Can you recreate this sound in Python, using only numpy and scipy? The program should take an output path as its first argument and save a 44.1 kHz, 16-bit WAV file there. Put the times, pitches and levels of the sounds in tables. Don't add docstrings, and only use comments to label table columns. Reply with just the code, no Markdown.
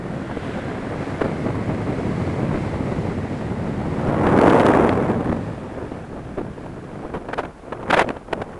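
import sys
import numpy as np
from scipy.fft import rfft, irfft, next_fast_len
from scipy.io import wavfile
from scipy.ndimage import map_coordinates

SR = 44100
rng = np.random.default_rng(int(sys.argv[2]) if len(sys.argv) > 2 else 0)


def master(y):
    cut = np.clip(np.atleast_2d(y).T, -1, 1)
    pcm = np.round(cut * 32767)
    wavfile.write(sys.argv[1], SR, pcm.astype(np.int16))


N = 378819
TIME = np.arange(N) / SR
CRUISE_M_PER_S = 10

# time_s, speed_m_per_s
AIRSPEED = [(0, 9.3), (.6, 10.37), (1.6, 10.42), (2.5, 10.57), (3.3, 9.8), (3.9, 9.7), (5.3, 9.16),
            (6.2, 8.2), (6.8, 8.05), (7.5, 7.27), (8.59, 7.1)]


def amp(db):
    return 10 ** (np.asarray(db) / 20)


def unit(x):
    return x / np.sqrt(np.mean(x ** 2) + 1e-20)


def curves(rows):
    time_s, *columns = np.transpose(rows)
    return [np.interp(TIME, time_s, column) for column in columns]


def swell(middle_s, half_s):
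    return np.exp(-((TIME - middle_s) / half_s) ** 2)


def wobble(rate_hz):
    knots = np.clip(rng.standard_normal(int(N * rate_hz / SR) + 4), -2, 2)
    return map_coordinates(knots, [TIME * rate_hz])


def filtered(x, response):
    size = next_fast_len(N + 8192)
    return irfft(rfft(x, size) * response(np.fft.rfftfreq(size, 1 / SR)), size)[:N]


def coloured(x, spectrum):
    freq_hz, gain_db = np.transpose(spectrum)
    return filtered(x, lambda f: amp(np.interp(np.log(f + 1), np.log(freq_hz), gain_db)))


def noise(spectrum):
    return unit(coloured(rng.standard_normal(N), spectrum))


def crackle(spectrum, rate_hz, spread_db):
    size = amp(spread_db * np.minimum(rng.standard_normal(N), 2)) * rng.choice([-1, 1], N)
    jumps = size * (rng.random(N) < rate_hz / SR)
    return unit(coloured(jumps, spectrum))


def flow():
    # time_s, buffet_db, turbulence_db
    strength = [(0, -32.5, -36), (1.0, -32.5, -32), (1.8, -26, -31.5), (2.55, -27, -30.5),
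                (3.15, -28.5, -34.5), (3.8, -28, -33.5), (4.2, -25.5, -22.5), (4.45, -26.5, -14),
                (4.7, -27.5, -15), (5.0, -24.5, -22.5), (5.33, -26.5, -30.5), (5.44, -33.5, -37),
                (5.8, -37, -34.5), (6.1, -38, -42), (6.75, -36.5, -40.5), (7.3, -41.5, -37),
                (8.0, -39, -32), (8.59, -41.5, -37.5)]
    # middle_s, half_s, depth_db
    lulls = [(7.582, 0.11, -11), (8.225, 0.068, -12)]
    lull_db = sum(depth_db * swell(middle_s, half_s) for middle_s, half_s, depth_db in lulls)
    return [db + lull_db for db in curves(strength)]


def port_wind():
    # freq_hz, gain_db
    buffet_spectrum = [(20, -53), (45, -12), (65, -10.5), (88, -3.5), (150, -1), (230, -4.5), (350, -9),
                       (600, -22), (1500, -77), (4000, -90)]
    # freq_hz, gain_db
    turbulence_spectrum = [(25, -35), (120, -12), (220, -0.5), (300, 0), (400, -0.5), (520, -0.5),
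                           (750, -4.5), (1100, -10), (1600, -17), (2400, -26.5), (3300, -39.5),
                           (4200, -45.5), (6000, -48.5), (10000, -50)]
    # freq_hz, gain_db
    crackle_spectrum = [(300, -18), (1200, 21.5), (2500, 3), (3400, 5), (4600, -16), (7000, -8.5),
                        (10500, -10.5)]
    buffet_db, turbulence_db = flow()
    speed_m_per_s, = curves(AIRSPEED)
    flutter_db = np.interp(speed_m_per_s, [8.2, 9.1], [2.1, 1.3]) * wobble(rate_hz=36)
    buffet = amp(buffet_db + 2.5 + flutter_db) * noise(buffet_spectrum)
    swirl = noise(turbulence_spectrum)
    low_swirl = filtered(swirl, lambda f: 1 / (1 + (f / 1500) ** 4))
    spurts = wobble(rate_hz=330)
    large = low_swirl * unit(amp(2.25 * spurts))
    small = (swirl - low_swirl) * unit(amp(5.6 * spurts))
    smallest = amp(-24) * crackle(crackle_spectrum, rate_hz=320, spread_db=6)
    tear = amp(np.interp(turbulence_db, [-28, -15], [-0.8, 1.2]))
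    roar = large + tear * (small + smallest)
    return buffet + amp(turbulence_db + 1.85 + flutter_db) * roar


def slipstream():
    # freq_hz, gain_db
    rush_spectrum = [(200, 5), (800, -4.5), (1600, -2.5), (2300, -1.5), (3200, -10.5), (4500, -13),
                     (6200, -19), (7700, -18), (10000, -25.5)]
    edge_spectrum = [(1000, -30), (2500, 1), (3400, 4), (4200, -11), (8000, -38)]
    db_per_doubling = 24.5
    speed_m_per_s, = curves(AIRSPEED)
    speed_db = db_per_doubling * np.log2(speed_m_per_s / CRUISE_M_PER_S)
    swish_db = 10 * swell(middle_s=0.5, half_s=0.33)
    edge = amp(-61.5 + swish_db) * noise(edge_spectrum)
    rush = amp(-43.5) * noise(rush_spectrum)
    eddy_gain = unit(amp(wobble(rate_hz=6.5)))
    return amp(speed_db) * (rush + edge) * eddy_gain


def whistle(pitch_hz, width_ratio):
    phase = 2 * np.pi * np.cumsum(pitch_hz) / SR
    half_width_hz = width_ratio * np.mean(pitch_hz)
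    drift = [filtered(white, lambda f: 1 / (1 + (f / half_width_hz) ** 2))
             for white in rng.standard_normal((2, N))]
    return unit(drift[0] * np.cos(phase) + drift[1] * np.sin(phase))


def line_song():
    # diameter_m, width_ratio, cruise_db, db_per_doubling, overtone_db, broadside_db
    cylinders = [(.00101, 0.12, -48, 21, -17, -1.5), (.00131, 0.18, -50.5, 22, -18, 8),
                 (.023, 0.11, -42, 29, -6.5, -11)]
    strouhal = .2
    speed_m_per_s, = curves(AIRSPEED)
    doublings = np.log2(speed_m_per_s / CRUISE_M_PER_S)
    broadside = swell(middle_s=0.5, half_s=0.59)
    song = np.zeros(N)
    for diameter_m, width_ratio, cruise_db, db_per_doubling, overtone_db, broadside_db in cylinders:
        pitch_hz = strouhal * speed_m_per_s / diameter_m
        tone = whistle(pitch_hz, width_ratio) + amp(overtone_db) * whistle(2 * pitch_hz, width_ratio)
        song += amp(cruise_db + db_per_doubling * doublings + broadside_db * broadside) * tone
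    return song


def rumble():
    # freq_hz, gain_db
    spectrum = [(15, -3.5), (40, 6), (70, 1), (130, -14), (400, -45)]
    return amp(-48) * noise(spectrum)


def stray_eddies(count):
    ceiling_db, rasp_db = -30.5, -18
    turbulence_db = flow()[1]
    rows = []
    for when, size, strength in rng.random((count, 3)):
        length_s = .014 * (.5 + size)
        level_db = min(turbulence_db[int(when * N)] + 7.5 * (.5 + strength), ceiling_db)
        rows.append((when * N / SR, length_s, level_db, rasp_db))
    return rows


def puffs():
    # start_s, length_s, level_db, rasp_db (relative to level_db)
    strong_eddies = [(.369, 0.0093, -21.5, -26), (1.209, 0.017, -16.5, -17), (1.24, 0.026, -21.5, -20),
                     (1.462, 0.011, -19, -24.5), (2.527, 0.044, -21.5, -28), (2.919, 0.0096, -21, -25),
                     (4.079, 0.016, -19.5, -20.5), (4.266, 0.012, -12.5, -16.5),
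                     (4.925, 0.0049, -16, -13.5), (5.293, 0.0055, -26, -9.5), (5.324, 0.0065, -18.5, -17.5),
                     (5.769, 0.023, -26.5, -29), (5.917, 0.0098, -22, -30), (6.124, .014, -29.5, -32),
                     (6.156, .036, -30, -25), (6.373, 0.024, -21, -23), (6.409, 0.011, -25, -30),
                     (7.045, 0.014, -26, -31), (7.138, 0.024, -22.5, -16), (7.168, 0.0057, -26, -20),
                     (7.286, 0.0077, -26.5, -14), (7.331, 0.012, -22.5, -8), (7.379, 0.026, -20, -11.5),
                     (7.432, 0.0083, -24, -17), (7.449, 0.0087, -26, -11), (7.723, .012, -19, -18),
                     (7.827, 0.014, -28, -17), (7.9, 0.014, -15, -5.5), (7.927, 0.024, -12, -8),
                     (7.967, 0.024, -12.5, -9), (7.993, 0.0071, -14.5, 2.5), (8.005, 0.022, -13, -9.5),
                     (8.044, 0.0055, -17.5, -22), (8.089, 0.0032, -20, -2), (8.102, .01, -22, -15),
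                     (8.328, 0.0073, -13.5, -10), (8.416, 0.0096, -22, -9.5)]
    # freq_hz, gain_db
    thud_spectrum = [(25, 3.5), (120, -3.5), (300, 5), (480, 2.5), (750, -4.5), (1200, -13), (2000, -25.5),
                     (4000, -74), (10000, -68)]
    # freq_hz, gain_db
    bark_spectrum = [(25, -24), (120, -14.5), (300, -7.5), (500, -2.5), (740, -2.5), (980, -5.5),
                     (1700, -11.5), (3000, -50), (6000, -60), (11000, -48)]
    # freq_hz, gain_db
    rasp_spectrum = [(300, -25), (900, -1), (1600, 6.5), (2500, 2.5), (3300, -4.5), (4300, -12.5),
                     (5500, -19.5), (10000, -25)]
    rise_power, fall_power = 7, 3.9
    soft, hard, scrape = np.zeros((3, N))
    for start_s, length_s, level_db, rasp_db in strong_eddies + stray_eddies(count=18):
        off_centre = np.abs(2 * (TIME - start_s) / length_s - 1)
        steepness = np.where(TIME < start_s + length_s / 2, rise_power, fall_power)
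        blow = amp(level_db) / (1 + off_centre ** steepness)
        hardness = np.interp(rasp_db, [-22, -8], [0, 1])
        soft += blow * np.sqrt(1 - hardness)
        hard += blow * np.sqrt(hardness)
        scrape += blow * amp(rasp_db)
    ragged = wobble(rate_hz=600)
    thud = amp(-1.06) * soft * noise(thud_spectrum)
    bark = amp(-1.04) * hard * noise(bark_spectrum)
    rasp = scrape * noise(rasp_spectrum)
    return (thud + bark) * unit(amp(1.2 * ragged)) + rasp * unit(amp(3 * ragged))


def cracks():
    # start_s, level_db, tick_db (relative to level_db)
    separations = [(1.5534, -34, -2), (4.4148, -13, -25), (4.501, -13, -22), (4.598, -10, -25),
                   (4.6047, -11, -18), (4.6657, -10.5, -16), (4.8927, -10, -34), (5.2454, -35, -1)]
    # freq_hz, gain_db
    crack_spectrum = [(100, -8), (600, 13.5), (2000, 15), (3300, 6), (4600, -4), (7000, -47), (11000, -60)]
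    # freq_hz, gain_db
    tick_spectrum = [(1000, -25), (4000, 4), (7000, -9), (11000, 11)]
    t60_s = .012
    snap, tick = np.zeros((2, N))
    age_s = np.arange(SR // 50) / SR
    for start_s, level_db, tick_db in separations:
        start = round(start_s * SR)
        decay = amp(level_db - 60 * age_s / t60_s)
        snap[start:start + len(decay)] += decay
        tick[start:start + len(decay)] += decay * amp(tick_db)
    return amp(-4.6) * snap * noise(crack_spectrum) + amp(-2.0) * tick * noise(tick_spectrum)


def spits():
    # freq_hz, gain_db
    spectrum = [(300, -12), (1200, 11), (3000, 2.5), (4200, -10), (6000, -12.5), (11000, -15)]
    at_gust_peak_db, growth_db_per_db = -38.5, 0.93
    turbulence_db = flow()[1]
    level_db = at_gust_peak_db + growth_db_per_db * (turbulence_db - turbulence_db.max())
    return amp(level_db) * crackle(spectrum, rate_hz=100, spread_db=4.5)


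def scene():
    floor = rumble() + amp(-61.5) * rng.standard_normal(N)
    return (port_wind() + puffs() + cracks() + spits() + slipstream() + line_song() + floor)[None]


def record(dry):
    full_scale, top_hz = .71, 10900
    clipped = np.clip(dry[0], -full_scale, full_scale)
    return filtered(clipped, lambda f: 1 / np.sqrt(1 + (f / top_hz) ** 58))[None]


dry = scene()
out = record(dry)
master(out)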